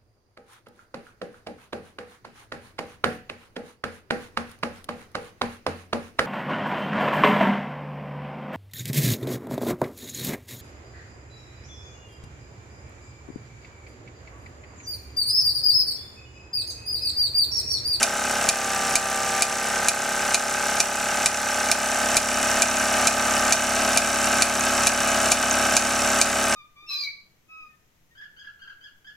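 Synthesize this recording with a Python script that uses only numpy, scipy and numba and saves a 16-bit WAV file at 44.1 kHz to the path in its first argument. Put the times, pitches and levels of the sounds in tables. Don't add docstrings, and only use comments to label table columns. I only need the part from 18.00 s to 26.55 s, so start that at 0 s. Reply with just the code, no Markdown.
import sys
import numpy as np
from scipy import signal
from scipy.fft import rfft, irfft, next_fast_len
from scipy.io import wavfile
from numba import njit

SR = 44100
rng = np.random.default_rng(int(sys.argv[2]) if len(sys.argv) > 2 else 0)


def persist_wave(psi):
    counts = np.round(np.clip(psi, -1, 1) * 32767).astype(np.int16)
    wavfile.write(sys.argv[1], SR, np.atleast_2d(counts).T)


N = 377055
TIME = np.arange(N) / SR
FFT_SIZE = next_fast_len(N + SR // 2)
FREQ = np.maximum(np.arange(FFT_SIZE // 2 + 1) * SR / FFT_SIZE, 1)

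# frequency in Hz, level in dB.
ROOM_TONE_COLOUR = [(20, -26), (60, -13), (115, 0), (300, -3), (450, -2), (1000, -5), (2000, 0), (5000, -2),
                    (15000, -22)]
# frequency in Hz, side level in dB.
REVERB_WIDTH = [(100, -9), (700, -8), (2000, -3), (4000, 1), (8000, 6), (15000, 3)]
# frequency in Hz, lead of the left in radians.
MIC_PHASE = [(100, 0), (2500, 0), (5600, .2), (7750, .9), (8800, 2.2), (9600, 1.7), (10600, .8),
             (15000, .7)]
# frequency in Hz, left minus right in dB.
MIC_BALANCE = [(100, .5), (700, .9), (2400, .2), (4400, -1.5), (5800, -3.5), (8500, 1.3), (15000, 2.5)]
# time in seconds, speed in turns a second.
FLYWHEEL_SPEED = [(0, 34.44), (.235, 34.78), (.78, 33.96), (1.45, 34.13), (1.73, 34.475), (4.85, 35.28),
                  (5.35, 35.115), (6.05, 35.505), (7.45, 35.425), (8.55, 35.7)]
# time in seconds, effort from 0 to 1.
ENGINE_EFFORT = [(0, 0.29), (1.6, 0.07), (3.45, 0.22), (4.5, 0.81), (6.0, 0.93), (8.55, 1)]
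# multiple of its speed, level in dB relative to the crank.
HUM_HARMONICS = [(1, -24.5), (2, -17.5), (3, -19), (5, -18), (7, -21.5)]
# frequency in Hz, bandwidth in Hz, level in dB.
LOOSE_PART_MODES = [(244, 275, -11.5), (671, 166, 1), (860, 78, -9), (1225, 37, 2.5), (1318, 107, 2),
                    (1568, 153, 2.5), (1777, 41, -12.5), (1996, 170, -13.5), (2328, 134, -3.5),
                    (2550, 206, -2), (2680, 80, -10), (2935, 170, -4.5), (3525, 330, -12), (3750, 280, -7),
                    (4350, 560, -11.5)]
# frequency in Hz, bandwidth in Hz, level in dB.
BOARD_MODES = [(237, 63.3, -0.1), (323, 40, -6), (395.9, 14.5, -7), (589.8, 34.7, 2.5), (640.3, 71.5, 2.5),
               (783, 91, -3.5), (988.5, 21, -4.5), (1103, 27, -3.5), (1300, 74, -1), (2500, 180, -18),
               (3006, 57, -8)]
# frequency in Hz, bandwidth in Hz, level in dB.
BED_PLATE_MODES = [(172.2, 18, -10.5), (377.4, 22.8, -8.5), (477, 24.2, -2.5), (584.6, 65, -7.5),
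                   (835.4, 66.3, 2.5), (993.6, 29, -9), (1060, 19, -25), (1250.7, 42, 0.5), (1358, 45, -2),
                   (1539.4, 79, 3.5), (1660, 51, -4), (1823, 33, -2), (2060, 220, -10)]
# frequency in Hz, bandwidth in Hz, level in dB.
SHAFT_STAND_MODES = [(785, 30, 0), (1193, 26, 2), (1705, 50, -11), (1805, 50, -12)]
# start in seconds, end in seconds, dB added to the pulley, dB added to the rod.
HARD_KNOCK_SPELLS = [(.52, 1.6, 5, -2.5), (4.9, 5.6, 7, 1.5)]
# start in turns, time to peak in turns, level in dB, jet share 0 to 1.
STEAM_PUFFS = [(.21, 0.086, 3, 0.03), (.69, 0.074, 0, 1), (.9, 0.082, -1, 0.2)]
# frequency in Hz, level in dB.
EXHAUST_COLOUR = [(300, -8), (1100, -4), (2800, 1.5), (3300, -12), (5000, -6), (5500, 2.5), (6600, -0.5),
                  (7300, 0), (8700, 0.5), (10000, -9.5), (12000, -20.5), (15500, -32)]
# frequency in Hz, level in dB.
JET_COLOUR = [(300, -26), (1100, -6), (3000, -11), (5000, -12), (6500, -5), (7800, -1), (9000, -1.5),
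              (10300, -9.5), (12500, -13.5), (15500, -26)]
# time in seconds, peak level in dB.
LOUD_SPITS = [(4.77, -13), (5.31, -13), (6.609, -14), (7.512, -7), (8.103, -14)]
# frequency in Hz, bandwidth in Hz, level in dB.
ANVIL_MODES = [(680, 32, 4), (2400, 130, 7.5), (2490, 22, 1), (2670, 100, -3), (2950, 120, -7),
               (3400, 100, -8), (3760, 90, -2), (4080, 110, -3), (4600, 110, -3), (4950, 130, -4),
               (5500, 130, -2), (6520, 260, 1), (7100, 1000, -1), (7620, 110, -5), (8690, 55, 1),
               (9570, 700, -2), (14630, 65, -7)]
# frequency in Hz, level in dB.
CRACK_COLOUR = [(500, -11), (2000, -7), (3200, -16), (4200, -1.5), (6600, -0.5), (9600, 0.5),
                (11000, -13.5), (13000, -17), (15500, -38)]
# delay in seconds, level in dB.
BENCH_ECHOES = [(.0027, -11), (.0072, -11), (.0092, -14)]


def amp(db):
    return 10 ** (np.asarray(db) / 20)


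def unit(x):
    return x / np.sqrt(np.mean(x ** 2))


def over_time(points):
    return np.interp(TIME, *np.transpose(points))


def over_freq(points):
    hz, value = np.transpose(points)
    return np.interp(np.log(FREQ), np.log(hz), value)


def shape(x, response):
    return irfft(rfft(x, FFT_SIZE) * response, FFT_SIZE)[..., :N]


def noise(colour):
    return unit(shape(rng.standard_normal(N), amp(over_freq(colour))))


def ring(force, modes):
    sound = 0
    for hz, width, db in modes:
        resonator = np.concatenate(signal.iirpeak(hz, hz / width, SR))
        sound += amp(db) * signal.sosfilt([resonator, resonator], force + 1e-18)
    return unit(sound)


def pulses(times, sizes):
    at = np.clip(times * SR, 0, N)
    i, part = at.astype(int), at % 1
    return (np.bincount(i, sizes * (1 - part), N + 2) + np.bincount(i + 1, sizes * part, N + 2))[:N]


def fade(x, seconds):
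    return signal.lfilter([1], [1, -np.exp(-1 / (seconds * SR))], x + 1e-18)


def each_turn(turns, angle):
    return np.interp(np.arange(int(turns[-1])) + angle, turns, TIME)


def room_tone():
    return noise(ROOM_TONE_COLOUR)


def workshop_reverb(x, wet_db, t60_s):
    age = TIME[:SR // 2]
    tails = rng.standard_normal((2, len(age))) * amp(-60 * age / t60_s) * (age > .004)
    mid, side = shape(x, rfft(tails / np.linalg.norm(tails[0]), FFT_SIZE))
    side = shape(side, amp(over_freq(REVERB_WIDTH)))
    return amp(wet_db) * np.array([mid + side, mid - side])


def microphone_pair(x):
    left = amp(over_freq(MIC_BALANCE) / 2) * np.exp(1j * over_freq(MIC_PHASE) / 2)
    return shape(x, np.array([left, 1 / left]))


def flywheel_hum(turns):
    return sum(amp(db) * np.sqrt(2) * np.sin(2 * np.pi * k * turns) for k, db in HUM_HARMONICS)


def rattle(turns, angle, bunching, scatter_db, taps=9000):
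    times = rng.random(taps) * N / SR
    sizes = amp(scatter_db * rng.standard_normal(taps))
    shaking = np.exp(bunching * np.cos(2 * np.pi * (turns - angle)))
    return ring(pulses(times, sizes) * shaking, LOOSE_PART_MODES)


def pulley_spells(fade_s):
    added_db = 0
    for start, end, *change_db in HARD_KNOCK_SPELLS:
        inside = np.clip(.5 + np.minimum(TIME - start, end - TIME) / fade_s, 0, 1)
        added_db += np.outer(change_db, inside)
    return added_db


def knock(turns, modes, angle, scatter_db, jitter_s=.00003):
    times = each_turn(turns, angle)
    late, hard = rng.standard_normal((len(times), 2)).T
    return ring(pulses(times + jitter_s * late, amp(scatter_db * hard)), modes)


def steam(turns, scatter_db, leak_db, leak_jet_gain):
    exhaust_power = amp(leak_db) ** 2
    jet_power = (leak_jet_gain * amp(leak_db)) ** 2
    for start, rise, db, jet_share in STEAM_PUFFS:
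        turn, age = np.divmod(turns - start + 1, 1)
        size = amp(db + scatter_db * rng.standard_normal(N // 1000))[turn.astype(int)]
        power = (size * age / rise * np.exp(1 - age / rise)) ** 2
        exhaust_power += (1 - jet_share) * power
        jet_power += jet_share * power
    return unit(np.sqrt(exhaust_power) * noise(EXHAUST_COLOUR) + np.sqrt(jet_power) * noise(JET_COLOUR))


def spit(times, db, hz, rise, half_width_s):
    nearest = np.searchsorted((times[1:] + times[:-1]) / 2, TIME)
    age = (TIME - times[nearest]) / half_width_s
    detune = .044 * rng.standard_normal(len(times))[nearest]
    pitch_hz = hz * (1 + detune + rise * np.tanh(age / 2))
    envelope = amp(db)[nearest] * np.exp(-age ** 2)
    return envelope * np.sin(2 * np.pi * np.cumsum(pitch_hz) / SR)


def wet_port(turns, angle, hz, rise, scatter_db, drop_db=0):
    times = each_turn(turns, angle)
    late, hard = rng.uniform(-1.2, 1, (len(times), 2)).T
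    drops = rng.random(len(times)) < .07
    return spit(times + .00087 * late, scatter_db * hard + drop_db * drops, hz, rise, half_width_s=.0012)


def cam(turns, effort, first_turn, turns_per_blow, effort_db, scatter_db):
    times = np.interp(np.arange(first_turn, turns[-1], turns_per_blow), turns, TIME)
    db = effort_db * np.interp(times, TIME, effort) + scatter_db * rng.standard_normal(len(times))
    return pulses(np.round(times * SR) / SR, amp(db))


def hammer(hits, crack_db, crack_s, ring_db, buzz_db, buzz_s):
    crack = amp(crack_db) * unit(fade(fade(hits, crack_s), crack_s / 2))
    buzz = amp(buzz_db) * unit(fade(hits, buzz_s))
    blow = (crack + buzz) * noise(CRACK_COLOUR) + amp(ring_db) * ring(hits, ANVIL_MODES)
    return blow + sum(amp(db) * np.roll(blow, int(delay * SR)) for delay, db in BENCH_ECHOES)


def scene():
    turns = np.cumsum(over_time(FLYWHEEL_SPEED)) / SR
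    effort = over_time(ENGINE_EFFORT)
    pulley_spell_db, rod_spell_db = pulley_spells(fade_s=.3)
    crank_db = -35 + 11 * effort
    rod_db = -27 + 1.5 * effort + rod_spell_db
    pulley_db = -37 - .5 * effort + pulley_spell_db

    crank = amp(crank_db) * knock(turns, BOARD_MODES, angle=.25, scatter_db=.5)
    rod = amp(rod_db) * knock(turns, BED_PLATE_MODES, angle=.49, scatter_db=.36)
    pulley = amp(pulley_db) * knock(turns, SHAFT_STAND_MODES, angle=.82, scatter_db=.5)
    chatter = amp(-34.5 + 10 * effort) * rattle(turns, angle=.4, bunching=.25, scatter_db=3)
    hum = amp(crank_db - 2) * flywheel_hum(turns)

    hiss = amp(4.5) * steam(turns, scatter_db=1.34, leak_db=-10, leak_jet_gain=.85)
    outlet = amp(5.5) * wet_port(turns, angle=.26, hz=6200, rise=.12, scatter_db=4, drop_db=4.5)
    inlet = amp(2.5) * wet_port(turns, angle=1, hz=5630, rise=.0298, scatter_db=5)
    wet_steam = amp(-33 + 5.5 * effort) * (hiss + outlet + inlet)
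    spits = spit(*np.transpose(LOUD_SPITS), hz=6480, rise=.11, half_width_s=.0018)

    hits = cam(turns, effort, first_turn=1.02, turns_per_blow=15.899, effort_db=2.5, scatter_db=.43)
    blows = hammer(hits, crack_db=-34, crack_s=.001, ring_db=-28.5, buzz_db=-34.5, buzz_s=.011)

    bench = hum + chatter + crank + rod + pulley + wet_steam + spits + blows
    direct = microphone_pair(bench + amp(-35.5) * room_tone())
    return direct + workshop_reverb(bench, wet_db=-15, t60_s=.2)


@njit
def follow(size, attack, release):
    out, level = np.empty(len(size)), 0.
    for i in range(len(size)):
        level += (size[i] - level) * (attack if size[i] > level else release)
        out[i] = level
    return out


def record(dry):
    threshold, slope, attack_s, release_s, top_hz = .17, .44, .00052, .28, 15900
    level = follow(np.abs(dry).mean(axis=0), 1 / (attack_s * SR), 1 / (release_s * SR))
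    duck = np.maximum(level / threshold, 1) ** -slope
    high_cut = signal.ellip(8, .2, 70, top_hz, fs=SR, output="sos")
    return signal.sosfilt(high_cut, np.clip(dry * duck, -1, 1))


dry = scene()
out = record(dry)
persist_wave(out)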